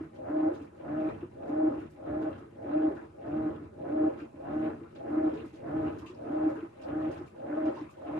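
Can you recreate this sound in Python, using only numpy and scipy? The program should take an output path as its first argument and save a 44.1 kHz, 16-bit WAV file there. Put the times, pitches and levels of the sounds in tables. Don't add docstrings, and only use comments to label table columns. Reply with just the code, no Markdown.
import sys
import numpy as np
from scipy import signal
from scipy.fft import rfft, irfft, next_fast_len
from scipy.io import wavfile
from scipy.ndimage import uniform_filter1d

SR = 44100
rng = np.random.default_rng(int(sys.argv[2]) if len(sys.argv) > 2 else 0)


def dump_mix(stems):
    frames = np.atleast_2d(stems).T
    limited = np.clip(frames, -1, 1)
    pcm = np.round(limited * 32767).astype(np.int16)
    wavfile.write(sys.argv[1], SR, pcm)


N = 361179
T = np.arange(N) / SR
FREQ = np.fft.rfftfreq(N, 1 / SR)

# time power cuts in seconds, hum level in dB,
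# whine level in dB, phase of the whine between the ears in radians, weight of the load on the tub in dB,
# liveliness of the water in dB, run-on of the load while coasting in dB.
STROKES = [(.488, -30, -34.5, 2.75, -2, -1.1, 0.5), (1.09, -32, -40, 1.86, -1, -0.5, -2.5),
           (1.689, -30, -33.5, 2.96, -1, -1, 2.5), (2.29, -33.5, -39.5, 2.25, -1.5, -2.5, -3),
           (2.889, -30.5, -32.5, 2.74, -1.5, -0.5, -1), (3.49, -32, -43, 2.46, 0, -4.5, -2.5),
           (4.088, -29.5, -32.5, 2.686, 0.5, 0, -1.5), (4.69, -31, -40, 2.13, -0.5, 0, -5.5),
           (5.29, -30.5, -35.5, 2.73, 1, 1.5, 1), (5.89, -32, -41, 2.2, 0.4, 2, -3.5),
           (6.49, -31, -36.5, 2.9, -1, 3, 0), (7.09, -33, -44, 2.38, -3, 0, -1),
           (7.691, -33, -36, 2.23, -2, 2.5, 0), (8.29, -35, -39.5, 2.13, -4, 3, 0)]
STROKE_S, POWER_S = .6, .38
SPIN_UP_S, LET_GO_S, BRAKE_S = 0.1, 0.38, 0.051


def undb(db):
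    return 10 ** (np.asarray(db) / 20)


def unit(x):
    return x / np.sqrt(np.mean(x ** 2))


def follow(table, at):
    s, *columns = np.transpose(table)
    return [np.interp(at, s, c) for c in columns]


def ramp(age, start_s, length_s):
    return np.clip((age - start_s) / length_s, 0, 1)


def walk(rate):
    hold = int(SR / rate)
    steps = np.repeat(rng.standard_normal(N // hold + 1), hold)
    return 1.25 * uniform_filter1d(steps, hold)[:N]


def shape(x, gain):
    size = next_fast_len(N + 8192)
    gain = np.interp(np.fft.rfftfreq(size, 1 / SR), FREQ, gain)
    return irfft(rfft(x, size) * gain, size)[..., :N]


def colour(x, points):
    hz, db = np.transpose(points)
    return shape(x, undb(np.interp(np.log(FREQ + 1), np.log(hz), db)))


def patter(rate, spread_db):
    hits = rng.random((2, N)) < rate / SR
    sizes = undb(spread_db * np.minimum(rng.exponential(size=(2, N)), 4))
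    return unit(hits * sizes * rng.standard_normal((2, N)))


def body(push, modes):
    hz, width, mid_db, side_db = np.transpose(modes)[:, :, None]
    grid = FREQ[1::8]
    power = 1 / (1 + (hz / width * (grid / hz - hz / grid) * .7) ** 2) ** 2

    def ring(stream, db):
        gain = np.sqrt(np.sum(power * undb(db) ** 2, axis=0))
        return shape(stream, np.interp(FREQ, grid, gain))

    mid, side = ring(push[0], mid_db), ring(push[1], side_db)
    return np.array([mid + side, mid - side]) / np.std(mid)


def stroke_clock():
    starts = np.array(STROKES)[:, 0] - POWER_S
    stroke = np.searchsorted(starts, T) - 1
    start = np.where(stroke < 0, starts[0] - STROKE_S, starts[stroke])
    return stroke, np.clip(T - start, 0, STROKE_S)


def swell(stroke, age, **rule):
    r = {name: np.resize(value, 2)[stroke % 2] for name, value in rule.items()}
    run_on_db = np.array(STROKES)[stroke, 6]
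    full_s, coast_s = r["grip_s"] + r["attack_s"], LET_GO_S + r["release_s"]
    driving = r["driven_db"] + r["build_db"] * ramp(age, full_s, LET_GO_S - full_s)
    fade_db = r["fade_db_per_s"] * np.maximum(age - coast_s, 0)
    coasting = np.maximum(r["coast_db"] + run_on_db - fade_db, r["rest_db"])
    stages = ((0, SPIN_UP_S, r["runup_db"]), (r["grip_s"], r["attack_s"], driving),
              (LET_GO_S, r["release_s"], coasting), (STROKE_S - BRAKE_S, BRAKE_S, r["rest_db"]))
    db = r["rest_db"]
    for start_s, length_s, goal in stages:
        db = db + (goal - db) * ramp(age, start_s, length_s)
    return db


def drum_echo(x, t60, wet_db):
    t = T[:SR // 3]
    tail = rng.standard_normal((2, len(t))) * undb(-60 * t / t60)
    tail /= np.sqrt(np.sum(tail ** 2, axis=1, keepdims=True))
    wet = signal.fftconvolve(x, tail, axes=1)[:, :N]
    return (x + undb(wet_db) * wet) / np.hypot(1, undb(wet_db))


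def bubble(hz, side, cycles=14, rise=0.07):
    ears_s = .0005
    t = T[:int(3 * cycles / hz * SR)]
    age = t * hz / cycles
    lead_s = ears_s * (side - .5) * np.array([[1], [-1]])
    envelope = np.exp(-2 * age) * (1 - np.exp(-20 * age))
    ring = envelope * np.sin(2 * np.pi * hz * (t * (1 + rise * np.minimum(age, 2)) + lead_s))
    return np.sqrt([[side], [1 - side]]) * ring


def swarm(times, pitches, gains, sides, cycles, size=N):
    out = np.zeros((2, size + SR))
    for s, hz, gain, side in zip(times, np.clip(pitches, 200, SR / 3), gains, sides):
        ring, i = bubble(hz, side, cycles), min(int(s * SR), size)
        out[:, i:i + ring.shape[1]] += gain * ring
    return out[:, :size]


def churn(x, patchy_db, rate):
    place = 3 * np.log2(np.clip(FREQ, 1000, 8000) / 1000)
    bands = (shape(x, np.maximum(1 - np.abs(place - k), 0)) * undb(patchy_db * walk(rate)) for k in range(10))
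    return unit(sum(bands))


def quiet_room():
    # frequency in Hz, relative level in dB per Hz.
    room_points = [(20, -11.5), (38, 4.5), (55, -7), (90, 1), (160, 3), (300, 1), (700, -11.5),
                   (1500, -21.5), (3000, -31), (10000, -33), (13000, -49.5)]
    noise = rng.standard_normal(N) + 0.7 * rng.standard_normal((2, N))
    return unit(colour(noise, room_points)) * undb(-65.0)


def knocks(push_s=0.0078, bend_per_s=1.2):
    # time in seconds, peak level in dB, nominal pitch in Hz.
    coasting_blows = [(0.004, -28.5, 312), (0.511, -29, 344), (0.611, -36.5, 304.3), (1.224, -31, 348),
                      (1.705, -29, 301.3), (1.737, -30, 324), (1.778, -32, 311), (1.809, -35.5, 303),
                      (2.419, -43.5, 354), (2.904, -32, 377), (3.023, -41.5, 345), (3.505, -33, 305),
                      (3.613, -35.5, 293), (4.216, -33, 300.2), (4.337, -42, 283), (4.811, -33.5, 320.6),
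                      (5.326, -27.5, 314), (5.358, -37, 424.6), (5.41, -46, 459), (5.433, -31.5, 338),
                      (5.533, -40, 317), (6.028, -36, 319.3), (6.095, -39, 360), (6.551, -32, 311),
                      (6.577, -36.5, 440), (6.625, -29, 329.5), (7.186, -39, 325), (7.206, -32.5, 340),
                      (7.81, -31, 303)]
    # seconds since power on, peak level in dB, nominal pitch in Hz.
    delay_s, take_up_db, take_up_hz = (.015, -52, 360)
    # multiple of the knock's pitch, t60 in seconds, relative level in dB.
    knock_modes = [(.75, 0.11, -16.5), (.93, 0.061, -9.5), (1, 0.095, 1.5), (1.099, 0.071, -15.5),
                   (1.38, 0.12, -19.5)]
    t = T[:SR // 4]
    bent = t * (1 + bend_per_s * (t / 2 - 2 * push_s))
    out = np.zeros(N + len(t))
    blows = list(coasting_blows) + [(s - POWER_S + delay_s, take_up_db, take_up_hz) for s, *_ in STROKES]
    detunes = rng.standard_normal((len(blows), len(knock_modes)))
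    for (s, db, hz), detune in zip(blows, detunes):
        ring = np.zeros(len(t))
        for (ratio, t60, mode_db), d in zip(knock_modes, detune):
            ring += undb(mode_db - 60 * t / t60) * np.sin(2 * np.pi * hz * ratio * (1 + 0.017 * d) * bent)
        ring *= 1 - np.exp(-(t / push_s) ** 2)
        i = max(int(s * SR), 0)
        out[i:i + len(t)] += ring / np.abs(ring).max() * undb(db)
    return out[:N]


def tub(stroke, age, load_db):
    # frequency in Hz, approximate width in Hz,
    # relative level in dB in phase at both ears, relative level in dB in opposite phase.
    low_modes = [(78, 11, -1, -12), (94.4, 4.9, 5, -13.5), (120.4, 28, -1, -19.5), (154.7, 11, 2, -10),
                 (207, 36, -5.5, -24.5)]
    boom_modes = [(235.7, 13, 6, -8.5), (284.6, 28, 6, -5), (313.6, 15, 11, -4.5), (345.3, 37, 7.5, 1),
                  (439, 70, -8, -2.5), (442.7, 28, 3, -9.5)]
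    rumble_rule = dict(rest_db=-59.5, runup_db=(-53.5, -59),
                   grip_s=0.091, attack_s=0.1, driven_db=(-52.5, -45.5), build_db=(1.5, -0.5),
                   release_s=0.13, coast_db=(-53.5, -49.5), fade_db_per_s=17.5)
    boom_rule = dict(rest_db=-65, runup_db=(-53.5, -57),
                 grip_s=0.11, attack_s=0.06, driven_db=(-46.5, -46.5),
                 build_db=3.5, release_s=0.11, coast_db=(-50.5, -50), fade_db_per_s=32)
    rumble = body(patter(2500, 0.97), low_modes) * undb(swell(stroke, age, **rumble_rule) + load_db)
    boom = body(patter(2500, 0.7), boom_modes) * undb(swell(stroke, age, **boom_rule) + load_db + 5.0)
    return rumble + boom


def panel_rattle(stroke, age, mesh_hz, lively_db):
    # frequency in Hz, approximate width in Hz,
    # relative level in dB in phase at both ears, relative level in dB in opposite phase.
    panel_modes = [(645, 89, 5, -3.5), (813, 130, 2.5, 7.5), (987.6, 19, 6.5, 6.5), (1072, 95, 1.5, 4.5),
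                   (1268, 79, 3, -3), (1405, 270, -5, -10.5), (1461, 160, -3, -9.5), (1710, 87, -5.5, -8.5),
                   (1930, 510, -13, -12)]
    rattle_rule = dict(rest_db=-71.5, runup_db=-65.5, grip_s=0.1, attack_s=(0.082, 0.074),
                   driven_db=(-50.5, -51.5), build_db=0.5, release_s=0.077, coast_db=(-57, -54.5),
                   fade_db_per_s=(25.5, 41))
    buzz = unit(1 + .1 * np.cos(np.pi * np.cumsum(mesh_hz) / SR))
    rattle = churn(body(patter(4000, 0.86), panel_modes), patchy_db=1.8, rate=30)
    return rattle * buzz * undb(swell(stroke, age, **rattle_rule) + 0.34 * lively_db + 4.0)


def motor_strain(stroke, age):
    # frequency in Hz, approximate width in Hz,
    # relative level in dB in phase at both ears, relative level in dB in opposite phase.
    motor_modes = [(540, 61, -11, -1.5), (572, 20, -8, -10.5), (617.5, 14, -6.5, -9),
                   (652, 38, -16.5, -14.5), (809.4, 26, -11.5, -6.5)]
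    strain_rule = dict(rest_db=-26, runup_db=(-4.5, -7.5),
                   grip_s=0.15, attack_s=0.068, driven_db=-3.5, build_db=-3, release_s=0.0085, coast_db=2, fade_db_per_s=175.5)
    back_cut_db = 1.1 * (stroke % 2)
    level_db = swell(stroke, age, **strain_rule) - 46.0 - back_cut_db
    return body(patter(4000, 0.92), motor_modes) * undb(level_db)


def gears(stroke, age, mesh_hz, effort_db, throb_hz=28.56, early_throb=(.85, .35), late_throb=(.3, .2),
          settle_s=0.2, stray=0.63, waver=.005, whine_rough=0.4, whine_ratio=2.012):
    # multiple of the mesh rate, forward and backward level in dB relative to the hum,
    # phase between the ears in radians, roughness from 0 to 1.
    gear_tones = [(.5, -29.5, -22, 0.29, .3), (.75, -30.5, -21.5, 0.48, 0.2), (1, 0.7, -0.5, 0.015, 0.13),
                  (2.5, -19.5, -18, 1.5, 0.1), (3.5, -32, -31, 1.8, 0.4), (4, -35, -27.5, 1.4, 0.2),
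                  (4.75, -37.5, -31, 1.3, 0.1), (5.5, -41.5, -34, 1.8, .35)]
    # multiple of the mesh rate, level in dB before the effort is
    groan_multiple, groan_db, groan_spread, groan_rough = (2.5, -53.5, 1.43, 0.65)
    # seconds since power on, level in dB relative to the stroke's hum.
    load_forward = [(0, -30.5), (.12, -26.5), (.172, -20.5), (.193, -5), (.228, -2.5), (.27, 2), (.298, -1),
                    (.328, 3.5), (.36, 4.5), (.375, 4), (.386, -12), (.55, -39.5)]
    load_back = [(0, -42), (.12, -24.5), (.16, -18.5), (.18, -7.5), (.226, -1.5), (.262, 1.5), (.298, -1),
                 (.325, -2), (.352, 3.5), (.376, -0.5), (.391, -16.5), (.55, -41.5)]
    whine_rule = dict(rest_db=-40.5, runup_db=-14.5, grip_s=(0.18, 0.15), attack_s=(0.061, 0.068),
                  driven_db=-1, build_db=1.5, release_s=0.0086, coast_db=-12, fade_db_per_s=196.5)
    backward = stroke % 2
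    _, hum_db, whine_db, spread_whine, *_ = np.array(STROKES)[stroke].T
    hum_db = hum_db + np.where(backward, follow(load_back, age)[0], follow(load_forward, age)[0])
    whine_db = whine_db + swell(stroke, age, **whine_rule)

    phase = 2 * np.pi * np.cumsum(mesh_hz * (1 + waver * walk(40))) / SR
    since_crest = age - POWER_S + .011
    early, late = np.array(early_throb)[backward], np.array(late_throb)[backward]
    depth = early + (late - early) * ramp(age, 0.22, settle_s)
    shaft_phase = 2 * np.pi * throb_hz * since_crest + stray * walk(18)
    shaft = np.sqrt(1 + depth * np.cos(shaft_phase))

    def tone(multiple, spread, rough):
        chatter = 1 + rough * (walk(70) + 1j * walk(70))
        ears = np.exp(.5j * spread * np.array([[-1], [1]]))
        return np.sqrt(2) * np.real(chatter * np.exp(1j * multiple * phase) * ears)

    hum = 0
    for multiple, forward_db, back_db, spread, rough in gear_tones:
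        hum = hum + tone(multiple, spread, rough) * undb(np.where(backward, back_db, forward_db))
    whine = tone(whine_ratio, spread_whine, whine_rough) * undb(whine_db)
    groan = tone(groan_multiple, groan_spread, groan_rough) * undb(groan_db + effort_db)
    return hum * shaft * undb(hum_db) + drum_echo(whine + groan, t60=0.23, wet_db=-18)


def lapping(rate=65, decay_s=.007, spread_db=10, steady=0.49):
    breaks = (rng.random(N) < rate / SR) * undb(spread_db * rng.random(N)) ** 2
    power = signal.lfilter([1], [1, -np.exp(-1 / (decay_s * SR))], breaks)
    return unit(np.sqrt(steady + power / power.mean()))


def slosh(slosh_db):
    # frequency in Hz, relative level in dB per Hz.
    slosh_points = [(700, -17), (1500, 0.5), (2000, 5), (2600, 3.5), (3200, -5.5), (3900, -7.5),
                    (4800, -19.5), (8000, -37.5)]
    water = churn(colour(patter(4500, 4.1), slosh_points), patchy_db=3.0, rate=24)
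    return water * lapping() * undb(slosh_db + 4.5)


def droplets(low_hz=2700, high_hz=11000, spread_db=16, cycles=9, count=3000):
    when, radius, size, side = rng.random((count, 4)).T
    hz = low_hz * (high_hz / low_hz) ** radius
    return unit(swarm(when * N / SR, hz, undb(spread_db * size ** 2), side, cycles))


def spray(slosh_db, lively_db):
    # frequency in Hz, relative level in dB per Hz.
    spray_points = [(2500, -16), (4000, 3), (5600, -0.5), (7000, -2), (10000, -1.5), (12000, -8.5),
                    (15000, -26.5)]
    base_db, share_db = -85.5, -19
    throw = undb(base_db + .6 * lively_db) + undb(slosh_db + share_db)
    mist = unit(colour(patter(7400, 4.5), spray_points))
    return (mist + droplets() * undb(-5.0)) * throw


def bubbles(slosh_db, lively_db, low_hz=900, high_hz=3100, spread_db=18, cycles=14, count=1700):
    base_db, share_db = -75, 3.5
    when, radius, size, side = rng.random((count, 4)).T
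    hz = low_hz * (high_hz / low_hz) ** radius
    gains = undb(spread_db * size) * low_hz / hz
    bursts = unit(swarm(when * N / SR, hz, gains, side, cycles))
    return bursts * np.hypot(undb(base_db + lively_db), undb(slosh_db + share_db))


def motor_effort(stroke, age):
    # seconds since power on, forward and backward relative level in dB.
    effort_points = [(0, -38.5, -43), (.055, -20, -28.5), (.09, -5, -12.5), (.15, 2.5, 2), (.19, -6, -4),
                     (.25, -30, -30.5), (.6, -62.5, -62)]
    forward, back = follow(effort_points, age)
    return np.where(stroke % 2, back, forward)


def cabinet_shudder(effort_db):
    # frequency in Hz, approximate width in Hz,
    # relative level in dB in phase at both ears, relative level in dB in opposite phase.
    cabinet_modes = [(526, 21, -15.5, 1.5), (615, 17, -9, -6.5), (814, 28, -16, -6), (880, 36, -21, -12.5)]
    return body(patter(900, 1.5), cabinet_modes) * undb(effort_db - 56.5)


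def clunks(push_s=.006, uneven_db=2, detune=.012):
    # nominal frequency in Hz, t60 in seconds, mean relative level in dB.
    clunk_modes = [(535, 0.24, -0.5), (620, .14, -16), (812, .1, -15.5)]
    # seconds since power on, forward level in dB, backward level in dB, ahead of the mode levels.
    jolts = [(.013, -54, -61), (.069, -47, -49), (.106, -39.5, -46), (.165, -37.5, -38), (.374, -32.5, -39),
             (.515, -46, -52)]
    t = T[:SR // 4]
    hz, t60, mode_db = np.transpose(clunk_modes)[:, :, None]
    onset = 1 - np.exp(-(t / push_s) ** 2)
    out = np.zeros(N + SR)
    for k, (cut_s, *_) in enumerate(STROKES):
        for s, *jolt_db in jolts:
            pitch, strength = rng.standard_normal((2, len(hz), 1))
            decay = undb(mode_db + uneven_db * strength - 60 * t / t60)
            ring = np.sin(2 * np.pi * hz * (1 + detune * pitch) * t) * decay
            i = int((cut_s - POWER_S + s) * SR)
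            out[i:i + len(t)] += ring.sum(axis=0) * onset * undb(jolt_db[k % 2])
    return out[:N] * np.array([[.85], [-1]])


def splashes(octaves=.72, spread_db=15, cycles=9, soft_hz=11500, gain_db=-5.5, count=160):
    # start in seconds, level in dB before the common gain,
    # middle pitch of the droplets in Hz, nominal length in seconds.
    splash_list = [(0.149, -62, 2720, 0.015), (0.534, -62, 4500, .022), (0.617, -67, 7050, 0.011),
                   (1.088, -62, 2677, .014), (1.475, -69, 6500, .014), (1.794, -71, 7000, 0.014),
                   (1.899, -69, 8500, 0.016), (2.213, -67, 6028, .012), (2.378, -64, 3700, 0.01),
                   (2.95, -66, 3500, .015), (3.255, -62, 2500, 0.013), (4.174, -60, 2992, 0.024),
                   (4.95, -53.5, 2300, 0.012), (5.335, -62, 4200, 0.015), (5.358, -61, 2220, 0.0097),
                   (5.45, -65, 5550, 0.021), (5.53, -62.5, 3500, 0.026), (5.854, -62, 2100, 0.017),
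                   (5.983, -58.5, 6500, 0.0095), (6.056, -54, 3440, .028), (6.495, -65, 6240, 0.0099),
                   (6.549, -68.5, 6970, 0.01), (6.811, -57, 3970, 0.018), (7.11, -59.5, 4960, 0.0216),
                   (7.168, -61, 3710, 0.018), (7.26, -66, 5500, 0.015), (7.65, -53.5, 2190, 0.025),
                   (7.747, -56.5, 2884, 0.034), (7.898, -66, 7900, 0.019)]
    out = np.zeros((2, N + SR))
    for s, db, hz, length_s in splash_list:
        flight = rng.gamma(1.7, length_s / 1.6, count)
        pitch = hz * 2 ** (octaves * rng.standard_normal(count))
        size, side = rng.random((2, count))
        gains = undb(spread_db * size) / np.hypot(1, (pitch / soft_hz) ** 2)
        burst = swarm(flight, pitch, gains, side, cycles, size=SR // 4)
        burst *= np.sqrt(4 * length_s * SR / np.sum(burst ** 2))
        i = int(s * SR)
        out[:, i:i + SR // 4] += burst * undb(db + gain_db)
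    return out[:, :N]


def gurgles(length_s=0.037, scatter=0.28, gain_db=-2, count=9):
    # start in seconds, middle pitch in Hz, bubble level in dB before the common gain.
    gurgle_list = [(1.085, 2093, -43), (2.96, 1454, -41), (3.72, 1350, -59), (4.189, 1330, -44.5),
                   (4.835, 1210, -50), (4.876, 1206, -55), (5.37, 2406, -46), (5.399, 1290, -53),
                   (5.865, 2450, -46), (6.02, 1040, -44), (6.061, 2560, -46), (6.081, 1100, -45.5),
                   (6.554, 1380, -39.5), (6.975, 1694, -46), (7.765, 990, -38), (7.869, 1139, -48)]
    out = np.zeros((2, N + SR))
    for s, hz, db in gurgle_list:
        for when, radius, side in rng.random((count, 3)):
            ring = bubble(hz * (1 + scatter * (radius - .5)), side)
            i = int((s + when * length_s) * SR)
            out[:, i:i + ring.shape[1]] += ring * undb(db + gain_db)
    return out[:, :N]


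def scene():
    # seconds since power on, gear mesh rate in Hz.
    speed_points = [(0, 200.6), (.065, 255), (.125, 270.8), (.175, 283.8), (.2, 294), (.225, 304.5),
                    (.26, 310.8), (.373, 312.7), (.43, 304.8), (.5, 282.8), (.6, 201.5)]
    slosh_rule = dict(rest_db=-78.5, runup_db=-74.5, grip_s=0.13, attack_s=0.18, driven_db=(-71.5, -67),
                  build_db=(2, 0), release_s=0.11, coast_db=(-69, -68), fade_db_per_s=60.5)
    stroke, age = stroke_clock()
    *_, load_db, lively_db, _ = follow(STROKES, T)
    mesh_hz, = follow(speed_points, age)
    effort_db = motor_effort(stroke, age)
    slosh_db = swell(stroke, age, **slosh_rule) + lively_db

    drive = knocks() + motor_strain(stroke, age) + gears(stroke, age, mesh_hz, effort_db)
    shell = tub(stroke, age, load_db) + panel_rattle(stroke, age, mesh_hz, lively_db)
    shell = shell + cabinet_shudder(effort_db) + clunks()
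    water = slosh(slosh_db) + spray(slosh_db, lively_db) + bubbles(slosh_db, lively_db)
    water = water + splashes() + gurgles()
    return quiet_room() + drive + shell + drum_echo(water, t60=0.12, wet_db=0.0)


def record(dry):
    top_hz = 15000
    return signal.sosfilt(signal.ellip(8, .2, 70, top_hz, fs=SR, output="sos"), dry)


dry = scene()
out = record(dry)
dump_mix(out)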